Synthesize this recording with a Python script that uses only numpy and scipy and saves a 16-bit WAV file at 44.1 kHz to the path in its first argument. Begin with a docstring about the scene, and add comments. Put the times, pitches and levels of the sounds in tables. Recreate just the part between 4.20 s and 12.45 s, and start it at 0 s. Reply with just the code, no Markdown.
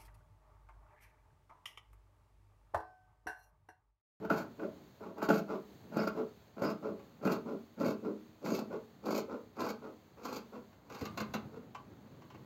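"""Tailor's shears cut thick cloth on a mat, on a table in a small room.
Closing strokes: random thread snaps, gated per stroke, drive table, mat and blade resonances.
Bites add sudden jolts and noise bursts; some strokes squeak in narrow noise bands.
Between strokes the blades slide on with a duller rub; late short nips and light taps ring steel.
Behind: steady room noise, and cloth rustle and hiss under the free hand."""
import sys
import numpy as np
from scipy import signal
from scipy.fft import rfft, irfft
from scipy.io import wavfile
from scipy.ndimage import uniform_filter1d

SR = 44100
rng = np.random.default_rng(int(sys.argv[2]) if len(sys.argv) > 2 else 0)


def unload_wav(signal):
    """Save mono or channel-first audio to the path in sys.argv[1] as 16-bit WAV at rate SR, clipped to [-1, 1]."""
    wavfile.write(
        sys.argv[1],
        SR,
        np.round(np.clip(np.atleast_2d(signal).T, -1, 1) * 32767).astype(np.int16),
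    )


N = 363825
TIME = np.arange(N) / SR

# Levels in the tables are relative; each function applies its own gain.
# closing strokes: bite_s, length_s, lead_in_s, rumble_db, crunch_db, rasp_db
CLOSING_STROKES = [(0.101, 0.12, 0.0036, -34, -39.5, -56.5), (1.023, .036, .02, -40, -38, -56),
                   (1.09, 0.096, 0.0035, -27.5, -40, -51.5), (1.767, 0.077, 0.039, -29, -38.5, -55.5),
                   (2.423, 0.092, .045, -29.5, -39, -56.5), (3.056, 0.1, 0.031, -28.5, -38, -55),
                   (3.611, 0.11, 0.028, -27.5, -40.5, -51.5), (4.251, 0.16, 0.024, -33.5, -45.5, -55),
                   (4.866, 0.13, 0.026, -31, -40.5, -53), (5.396, 0.11, 0.025, -34, -37.5, -51.5),
                   (6.051, 0.14, 0.071, -43, -47, -55.5), (6.726, 0.12, 0.055, -54.5, -53.5, -62)]
# table top: pitch_hz, width_hz, edge_db, middle_db (driven at its edge / near its middle)
TABLE_RESONANCES = [(87, 25, -53, -9), (118.4, 12.6, -19, -11), (168.7, 11.4, 2.5, -10),
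                    (194, 31.2, 1.5, -9.5), (223.8, 20, 2.5, 6.5), (304.7, 38.5, 0, -1.5),
                    (385.6, 35.7, -3.5, -2), (438.5, 13.4, 1, 7.5), (456.4, 32, -13.5, 5),
                    (540, 46, -8, 1.5), (651, 49, -1.5, -11.5)]
# bending of the blades: pitch_hz, width_hz, level_db
BLADE_RESONANCES = [(2236, 135, 1.5), (2627, 27, 6.5), (4670, 32, -1), (5230, 24, 0.5), (6270, 59, -22)]
# blade rasp spectrum: frequency_hz, density_db_per_hz
RASP_SPECTRUM = [(1500, -43.5), (2800, 0), (3500, 0.5), (4300, 6.5), (4680, 10), (4900, 3.5), (5700, -0.5),
                 (6400, 4), (7500, -4), (10000, -5), (13000, -2), (16000, -9.5)]
# threads parting, heard through the air: frequency_hz, density_db_per_hz
FIBRE_SPECTRUM = [(400, -21.5), (700, 3), (1400, 1.5), (1900, -2.5), (2600, -1.5), (3200, -13), (6000, -32)]


def cutting():
    """Threads snap one after another; each snap shakes the table, the mat and the blades."""
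    rumble_gain, crunch_gain, rasp_gain = closing()
    snaps = grains(per_s=800, spread_db=5.0)
    steel_grind = from_db(-6.5) * grains(per_s=1500, spread_db=5.5)
    edge = snaps + steel_grind
    blade_sound = colour(edge, RASP_SPECTRUM) + from_db(10.5) * resonances(edge, BLADE_RESONANCES)

    table = from_db(-2.0) * rumble_gain * steady(body(snaps, TABLE_RESONANCES), span_s=0.0264)
    mat = from_db(-0.5) * crunch_gain * steady(crunching(snaps), span_s=0.026)
    blades = from_db(2.5) * rasp_gain * steady(blade_sound, span_s=0.026)
    cloth_surges = surges(per_s=110, depth_db=1.5)
    blade_surges = surges(per_s=83, depth_db=4.5) * surges(per_s=38, depth_db=1.5)
    return (table + mat) * cloth_surges + blades * blade_surges


def closing():
    """Gains: the edge presses in, then bites; crunch peaks early, rasp later, rumble releases slowest."""
    attack_s, release_s, rumble_release_s = 0.0053, 0.022, 0.063
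    s, length_s, lead_s, rumble_db, crunch_db, rasp_db = np.transpose(CLOSING_STROKES)
    rumble = strokes(s, length_s, rumble_db, attack_s, rumble_release_s,
                     peak_share=0.3, swell_db=3, sag_db=7.5)
    crunch = strokes(s, length_s, crunch_db, attack_s, release_s,
                     peak_share=0.2, swell_db=2, sag_db=6.5)
    rasp = strokes(s, length_s, rasp_db, attack_s, release_s,
                   peak_share=0.55, swell_db=8.5, sag_db=4)
    # softer pressure before the bite
    lead_levels_db = (rumble_db - 8, crunch_db - 9, rasp_db - 11.5)
    leads = [strokes(s - lead_s, lead_s, db, 0.017, attack_s, peak_share=0.85, swell_db=5)
             for db in lead_levels_db]
    return np.array([rumble, crunch, rasp]) + leads


def crunching(force):
    """Mat and blades resonate; the fibres' own broad crack follows 2.5 ms later through the air."""
    # mat and blades under the cloth: pitch_hz, width_hz, edge_db, middle_db
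    crunch_resonances = [(729, 112, -4, 6), (890, 69, 4.5, 3.5), (1002, 36, 3, 1), (1022, 99, -0.5, 10.5),
                         (1253, 193, -3.5, 6), (1349, 71, 5.5, 5), (1457, 200, 3, -8), (1505, 330, -4, -20),
                         (2470, 260, -30, -30), (2437, 200, -25.5, -10)]
    crack = np.roll(colour(force, FIBRE_SPECTRUM), SR // 400)
    return body(force, crunch_resonances) + from_db(-17.0) * crack


def biting():
    """A bundle of threads gives way at once; the blade rings and jolts the table."""
    # bites: start_s, crunch_db, thump_db, rasp_db
    bites = [(0.047, -29, -23.5, -63), (0.098, -18.5, -45, -55), (0.107, -22, -12, -66),
             (0.393, -33.5, -34, -80), (0.431, -33.5, -27.5, -71), (0.807, -43, -36.5, -77),
             (0.978, -34, -32, -64), (1.024, -23, -18.5, -50.5), (1.086, -17, -17.5, -45.5),
             (1.1, -15.5, -8.5, -48), (1.766, -51, -21, -51), (1.871, -21.5, -18.5, -49),
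             (2.434, -25.5, -23, -54), (2.654, -38, -28, -77), (3.047, -32, -43, -52),
             (3.058, -51, -14, -70), (3.116, -48, -21, -46), (3.612, -46, -18, -57), (3.66, -33, -13, -54),
             (4.238, -53, -27.5, -64), (4.258, -26.5, -28, -62), (4.28, -49, -34, -58),
             (4.317, -58, -16, -57), (4.387, -31.5, -28, -49), (4.855, -42, -39, -54.5),
             (4.98, -31.5, -20.5, -50), (5.402, -38, -30, -47), (5.499, -50, -24.5, -56),
             (6.051, -27, -30.5, -49), (6.091, -40, -36, -57), (6.125, -34.5, -29.5, -49.5),
             (6.164, -41, -28.5, -50)]
    s, crunch_db, thump_db, rasp_db = np.transpose(bites)
    jolts = np.full(N, 1e-18)
    jolts[(s * SR).astype(int)] = from_db(thump_db)
    thump = from_db(35.5) * body(jolts, TABLE_RESONANCES)
    crunch = from_db(6.5) * crunching(bursts(s, crunch_db, rise_s=0.0003, decay_s=0.0073))
    scrape = bursts(s, rasp_db, rise_s=0.0056, decay_s=0.0036)
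    rasp = from_db(6) * colour(scrape, RASP_SPECTRUM)
    ring = from_db(-4.0) * resonances(scrape, BLADE_RESONANCES)
    return thump + crunch + rasp + ring


def squeaking():
    """In some strokes edge sticks and slips on edge: narrow-band noise under a bell-shaped gain."""
    # squeaks: middle_s, half_length_s, pitch_hz, level_db
    squeaks = [(1.8, 0.028, 4620, -54), (1.807, 0.022, 5100, -56.5), (1.815, 0.014, 2220, -50),
               (1.876, 0.0038, 4700, -44), (1.88, 0.0043, 2210, -47), (2.47, 0.024, 4960, -50.5),
               (4.328, 0.028, 6520, -55.5), (4.343, 0.022, 4760, -55), (4.928, 0.022, 4640, -55),
               (5.45, 0.031, 4640, -56)]
    out = 0
    for s, half_s, hz, db in squeaks:
        chatter = resonance(rng.standard_normal(N), hz, width=hz / 11)
        chatter = resonance(chatter, hz, width=hz / 11)
        gain = from_db(db - ((TIME - s) / half_s) ** 2 * 5.2)
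        out = out + gain * rms_one(chatter)
    return out


def sliding():
    """The lower blade judders over the mat in small soft slips."""
    # mat rub spectrum: frequency_hz, density_db_per_hz
    rub_spectrum = [(400, -12.5), (700, 9.5), (900, 8), (1150, 7.5), (1400, 6), (1700, -14.5), (2400, -11),
                    (3200, -22), (4500, -19), (7000, -29), (13000, -34), (16000, -39)]
    # slip force spectrum: frequency_hz, density_db_per_hz
    slip_spectrum = [(100, -2), (170, -0.5), (220, 1.5), (310, 2), (430, 6.5), (560, 2.5), (700, -3),
                     (1500, -1)]
    rumble_gain, rub_gain = opening()
    slips = grains(per_s=1400, spread_db=4.5)
    table_sound = body(colour(slips, slip_spectrum), TABLE_RESONANCES)
    table = from_db(-1.25) * rumble_gain * steady(table_sound, span_s=0.064)
    rub = from_db(-3.5) * rub_gain * steady(colour(slips, rub_spectrum), span_s=0.09)
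    return table + rub


def opening():
    """Gains as the blades open and slide: the rub peaks early, the table rumble later."""
    # slides: start_s, length_s, rumble_db, rub_db
    slides = [(0.018, 0.038, -37.5, -45), (0.397, 0.092, -35, -49.5), (0.806, 0.13, -44, -46.5),
              (0.968, 0.05, -44.5, -46), (1.285, .1, -34, -37.5), (1.957, 0.088, -32, -39),
              (2.627, 0.11, -34, -42), (3.26, 0.11, -35, -43), (3.835, 0.1, -32, -44),
              (4.508, 0.075, -35, -40), (5.091, 0.099, -38, -41.5), (5.623, 0.1, -43, -46),
              (6.329, 0.078, -43, -46), (7.33, 0.071, -45, -52)]
    attack_s, release_s = 0.015, 0.041
    s, length_s, rumble_db, rub_db = np.transpose(slides)
    rumble = strokes(s, length_s, rumble_db, attack_s, release_s,
                     peak_share=0.54, swell_db=7.5, sag_db=9)
    rub = strokes(s, length_s, rub_db, attack_s, release_s,
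                  peak_share=0.25, swell_db=10.5, sag_db=34)
    return rumble, rub


def nipping():
    """The tips close on the last threads: short, ringing crunches with little weight on the table."""
    # nips: start_s, crunch_db, thump_db
    nips = [(6.697, -43.5, -50.5), (6.744, -38.5, -54), (6.808, -36.5, -36), (6.851, -34.5, -48.5),
            (6.972, -29.5, -40.5), (7.0, -31, -39), (7.136, -28, -39.5)]
    # blades struck near their tips: pitch_hz, width_hz, level_db
    tip_resonances = [(576, 49, -18), (735, 220, 4.5), (885, 60, 5), (1004, 130, 5), (1194, 56, 11.5),
                      (1300, 66, 5), (1556, 130, 2), (1870, 180, -6), (2160, 260, -3.5), (2490, 260, -2.5),
                      (2910, 390, -4.5), (3570, 610, -13), (4200, 320, -9.5), (7300, 250, -29)]
    s, crunch_db, thump_db = np.transpose(nips)
    snap = bursts(s, crunch_db, rise_s=0.0042, decay_s=0.0086)
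    joint_buzz = from_db(-9.0) * bursts(s, crunch_db, rise_s=0.024, decay_s=0.009)
    force = snap + joint_buzz
    thump = bursts(s + 0.00304, thump_db, rise_s=0.0049, decay_s=0.011)
    steel = from_db(4.5) * resonances(force, tip_resonances)
    fibres = from_db(-18) * colour(force, FIBRE_SPECTRUM)
    rasp = from_db(-10.5) * colour(snap, RASP_SPECTRUM)
    return steel + fibres + rasp + from_db(25) * body(thump, TABLE_RESONANCES)


def tapping():
    """Light contacts of handles and blades: a dry tick with a brief rattle of the loose joint."""
    # contacts: start_s, level_db
    taps = [(2.793, -51), (6.528, -57), (7.547, -37), (8.019, -52), (8.102, -47.5), (8.145, -49.5)]
    # loosely held shears: pitch_hz, width_hz, level_db
    handle_resonances = [(615, 320, -9), (970, 290, -1.5), (1160, 120, -1), (1480, 140, -11.5),
                         (2300, 350, -13.5), (3020, 190, -14), (4230, 3300, -28.5)]
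    s, level_db = np.transpose(taps)
    ticks = bursts(s, level_db, rise_s=0.00064, decay_s=0.0098)
    return from_db(18.0) * resonances(ticks, handle_resonances)


def brightened(x):
    """Level above 10 kHz falls steadily as the edges dull on their way inwards."""
    start_db, loss_db_per_s = 4.5, 0.85
    top = signal.sosfiltfilt(signal.butter(2, 10000, "high", fs=SR, output="sos"), x)
    return x + (from_db(start_db - loss_db_per_s * TIME) - 1) * top


def room(x, early_db, early_s):
    """Direct sound, a quick scatter off nearby surfaces, a diffuse tail, and standing waves in the lows."""
    # reverberation: frequency_hz, t60_s
    reverb_times = [(150, 0.5), (450, 0.18), (1200, 0.31), (4000, 0.18), (14000, 0.3)]
    # diffuse tail: frequency_hz, level_db
    tail_levels = [(150, -5), (450, -7), (1000, -8), (3000, -4), (14000, -22)]
    # standing waves: pitch_hz, width_hz, level_db
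    standing_waves = [(115.1, 2.8, 4.5), (182.7, 11, 1), (226.9, 4.5, 0.5), (312.7, 2.8, 3.5),
                      (388.4, 3.8, 3.5), (427.4, 3, 0), (490, 12, 12.5), (555, 4.4, 5.5), (644, 2.4, -27),
                      (760, 3.1, -19), (894, 8.4, -20), (965, 7, -4)]
    age = TIME[:SR * 3 // 4]
    edges_hz = np.geomspace(70, 18000, 9)
    scatter = rng.standard_normal(len(age)) * age * np.exp(-age / early_s)
    scatter = signal.sosfilt(signal.butter(2, 1100, "high", fs=SR, output="sos"), scatter)
    response = from_db(early_db) * scatter / np.linalg.norm(scatter)
    for low, high in zip(edges_hz, edges_hz[1:]):
        hz = np.sqrt(low * high)
        decay = from_db(-60 * age / at_hz(reverb_times, hz)) * np.minimum(age / 0.025, 1)
        band_pass = signal.butter(2, [low, high], "band", fs=SR, output="sos")
        band = signal.sosfilt(band_pass, rng.standard_normal(len(age)))
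        response += from_db(at_hz(tail_levels, hz)) * band * decay / np.linalg.norm(decay)
    standing = sum(from_db(db) * resonance(x, hz, width) for hz, width, db in standing_waves)
    return x + signal.fftconvolve(x, response)[:N] + from_db(-5.0) * standing


def background():
    """Steady room noise, and the rustle and hiss of cloth shifting under the free hand."""
    # free hand smoothing the cloth: time_s, rustle_db, hiss_db
    hand = [(0, -51.5, -70), (.6, -59, -67.5), (.85, -76, -69.5), (1.7, -54.5, -65.5), (2.35, -71, -69),
            (2.8, -59, -68.5), (3.5, -72, -68), (4.799, -68, -69), (5.9, -69, -70), (6.3, -63.5, -68),
            (6.62, -66.5, -71.5), (6.9, -49, -65.5), (7.5, -59, -72), (8.25, -54.5, -69.5)]
    # room noise spectrum: frequency_hz, density_db_per_hz
    air_spectrum = [(20, -66), (40, -56), (60, -3), (100, 2), (220, -0.5), (330, -5), (700, -8),
                    (1400, -16.5), (2200, -21.5), (5000, -57), (16000, -50)]
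    # hand and sleeve on the cloth: frequency_hz, density_db_per_hz
    sleeve_spectrum = [(30, -47.5), (60, -7.5), (110, 2.5), (230, 3), (350, -3.5), (600, -11.5),
                       (1200, -18), (2500, -31), (6000, -49)]
    # cloth hiss spectrum: frequency_hz, density_db_per_hz
    hiss_spectrum = [(600, -4.5), (2000, -0.5), (3000, -0.5), (4500, 2), (5000, -7.5), (5900, -8.5),
                     (6400, -1), (7600, -8.5), (10000, 2.5), (12500, -10.5), (16000, -4)]
    s, rustle_db, hiss_db = np.transpose(hand)
    air = from_db(-63) * rms_one(colour(rng.standard_normal(N), air_spectrum))
    rustle = rms_one(colour(grains(per_s=1500, spread_db=1.0), sleeve_spectrum))
    rustle = rustle * surges(per_s=19, depth_db=2.5)
    hiss = rms_one(colour(grains(per_s=12000, spread_db=2.0), hiss_spectrum)) * resting()
    rustle_gain = from_db(np.interp(TIME, s, rustle_db))
    hiss_gain = from_db(np.interp(TIME, s, hiss_db))
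    return air + rustle_gain * rustle + hiss_gain * hiss


def resting():
    """Gain of the cloth hiss: it drops as the hand rests before each cut, and recovers after the bite."""
    rest_s, drop_db = 0.096, 2
    starts = np.transpose(CLOSING_STROKES)[0]
    rests = [np.interp(TIME, [s - 2 * rest_s, s - rest_s, s, s + rest_s], [0, 1, 1, 0])
             for s in starts]
    return from_db(-drop_db * np.max(rests, axis=0))


def strokes(starts, lengths, levels_db, attack_s, release_s, peak_share=.5, swell_db=0, sag_db=0):
    """Gain of a run of strokes: each sets in, swells to its peak, sags towards its end and is released."""
    out, share = 0, np.clip(peak_share, 0, 1)
    for s, length_s, db in zip(starts, lengths, levels_db):
        moments = s + np.array([-attack_s, 0, share * length_s, length_s, length_s + release_s])
        gains = [0, from_db(db - swell_db), from_db(db), from_db(db - sag_db), 0]
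        out = out + np.interp(TIME, moments, gains)
    return out


def grains(per_s, spread_db):
    """Clicks at random moments, of unequal size."""
    born = rng.random(N) < per_s / SR
    sign = rng.choice([-1, 1], N)
    size = from_db(spread_db * np.clip(rng.standard_normal(N), -2, 2))
    return born * sign * size + 1e-18


def bursts(times, levels_db, rise_s, decay_s):
    """At each time a burst of random-sign samples that rises quickly and dies away."""
    out, age = np.zeros(N + SR), TIME[:SR // 8]
    shape = np.minimum(age / rise_s, np.exp(-(age - rise_s) / decay_s))
    for s, db in zip(times, levels_db):
        at = int(s * SR)
        out[at:at + len(age)] += from_db(db) * shape * rng.choice([-1, 1], len(age))
    return out[:N] + 1e-18


def surges(per_s, depth_db):
    """A gain that jumps about as the cloth resists and yields."""
    knots = np.clip(rng.standard_normal(4000), -2, 2)
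    return from_db(depth_db * np.interp(TIME * per_s, np.arange(len(knots)), knots))


def body(force, modes):
    """Parallel resonances; their shares change as the shears travel inwards and lean on the table."""
    # lean of the lower blade: time_s, bass_tilt_db_per_octave (about 400 Hz)
    lean = [(.15, -0.5), (2.7, 1.5), (3.65, 2.5), (4.3, 2), (5.0, -1.5), (5.45, 1), (6.1, 1.5), (6.8, 4.5),
            (7.4, 6.5)]
    out, travel = 0, TIME / TIME[-1]
    tilt_db = np.interp(TIME, *np.transpose(lean))
    for k, (hz, width, edge_db, middle_db) in enumerate(modes):
        octaves_below = max(np.log2(400 / hz), -1)
        share_db = (1 - travel) * edge_db + travel * middle_db + tilt_db * octaves_below
        out = out + (-1) ** k * from_db(share_db) * resonance(force, hz, width)
    return out


def resonances(force, modes):
    """Parallel resonances with alternating signs."""
    return sum((-1) ** k * from_db(db) * resonance(force, hz, width)
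               for k, (hz, width, db) in enumerate(modes))


def resonance(force, hz, width):
    """Two-pole resonance with unit gain at its top."""
    r = np.exp(-np.pi * width / SR)
    zeros = [(1 - r * r) / 2, 0, (r * r - 1) / 2]
    poles = [1, -2 * r * np.cos(2 * np.pi * hz / SR), r * r]
    return signal.lfilter(zeros, poles, force)


def colour(x, spectrum):
    """Causal (minimum-phase) filter with the given spectrum, by folding its cepstrum."""
    size = 8192
    magnitude = from_db(at_hz(spectrum, np.fft.rfftfreq(size, 1 / SR)))
    cepstrum = irfft(np.log(magnitude))
    cepstrum[1:size // 2] *= 2
    cepstrum[size // 2 + 1:] = 0
    impulse = irfft(np.exp(rfft(cepstrum)))
    return signal.fftconvolve(x, impulse)[:N]


def at_hz(points, hz):
    """Read a spectrum on a log-frequency axis."""
    known_hz, values = np.transpose(points)
    return np.interp(np.log(np.maximum(hz, 1)), np.log(known_hz), values)


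def steady(x, span_s):
    """Unit power over each short span; the finer crackle stays."""
    power = np.abs(uniform_filter1d(x ** 2, int(span_s * SR) + 1))
    return x / np.sqrt(power + 1e-14)


def rms_one(x):
    """Scale to unit power."""
    return x / np.sqrt(np.mean(x ** 2) + 1e-20)


def from_db(db):
    """Decibels to gain."""
    return 10 ** (np.asarray(db) / 20)


def scene():
    """The shears in the room, over the background."""
    shears = brightened(cutting() + squeaking() + sliding() + biting() + nipping() + tapping())
    in_room = from_db(-2.5) * room(shears, early_db=-3.5, early_s=0.0049)
    return (in_room + background())[None]


def record(dry):
    """A deep, stepped scoop in the treble, then a steep top cut."""
    # treble scoop: frequency_hz, gain_db
    treble_scoop = [(20, 0), (7550, 0), (7750, -7), (8450, -7), (8600, -17), (11450, -17), (11650, 0),
                    (20000, 0)]
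    cutoff_hz = 15850
    coloured = colour(dry[0], treble_scoop)
    top_cut = signal.ellip(12, .1, 80, cutoff_hz, fs=SR, output="sos")
    return signal.sosfilt(top_cut, coloured)[None]


dry = scene()
out = record(dry)
unload_wav(out)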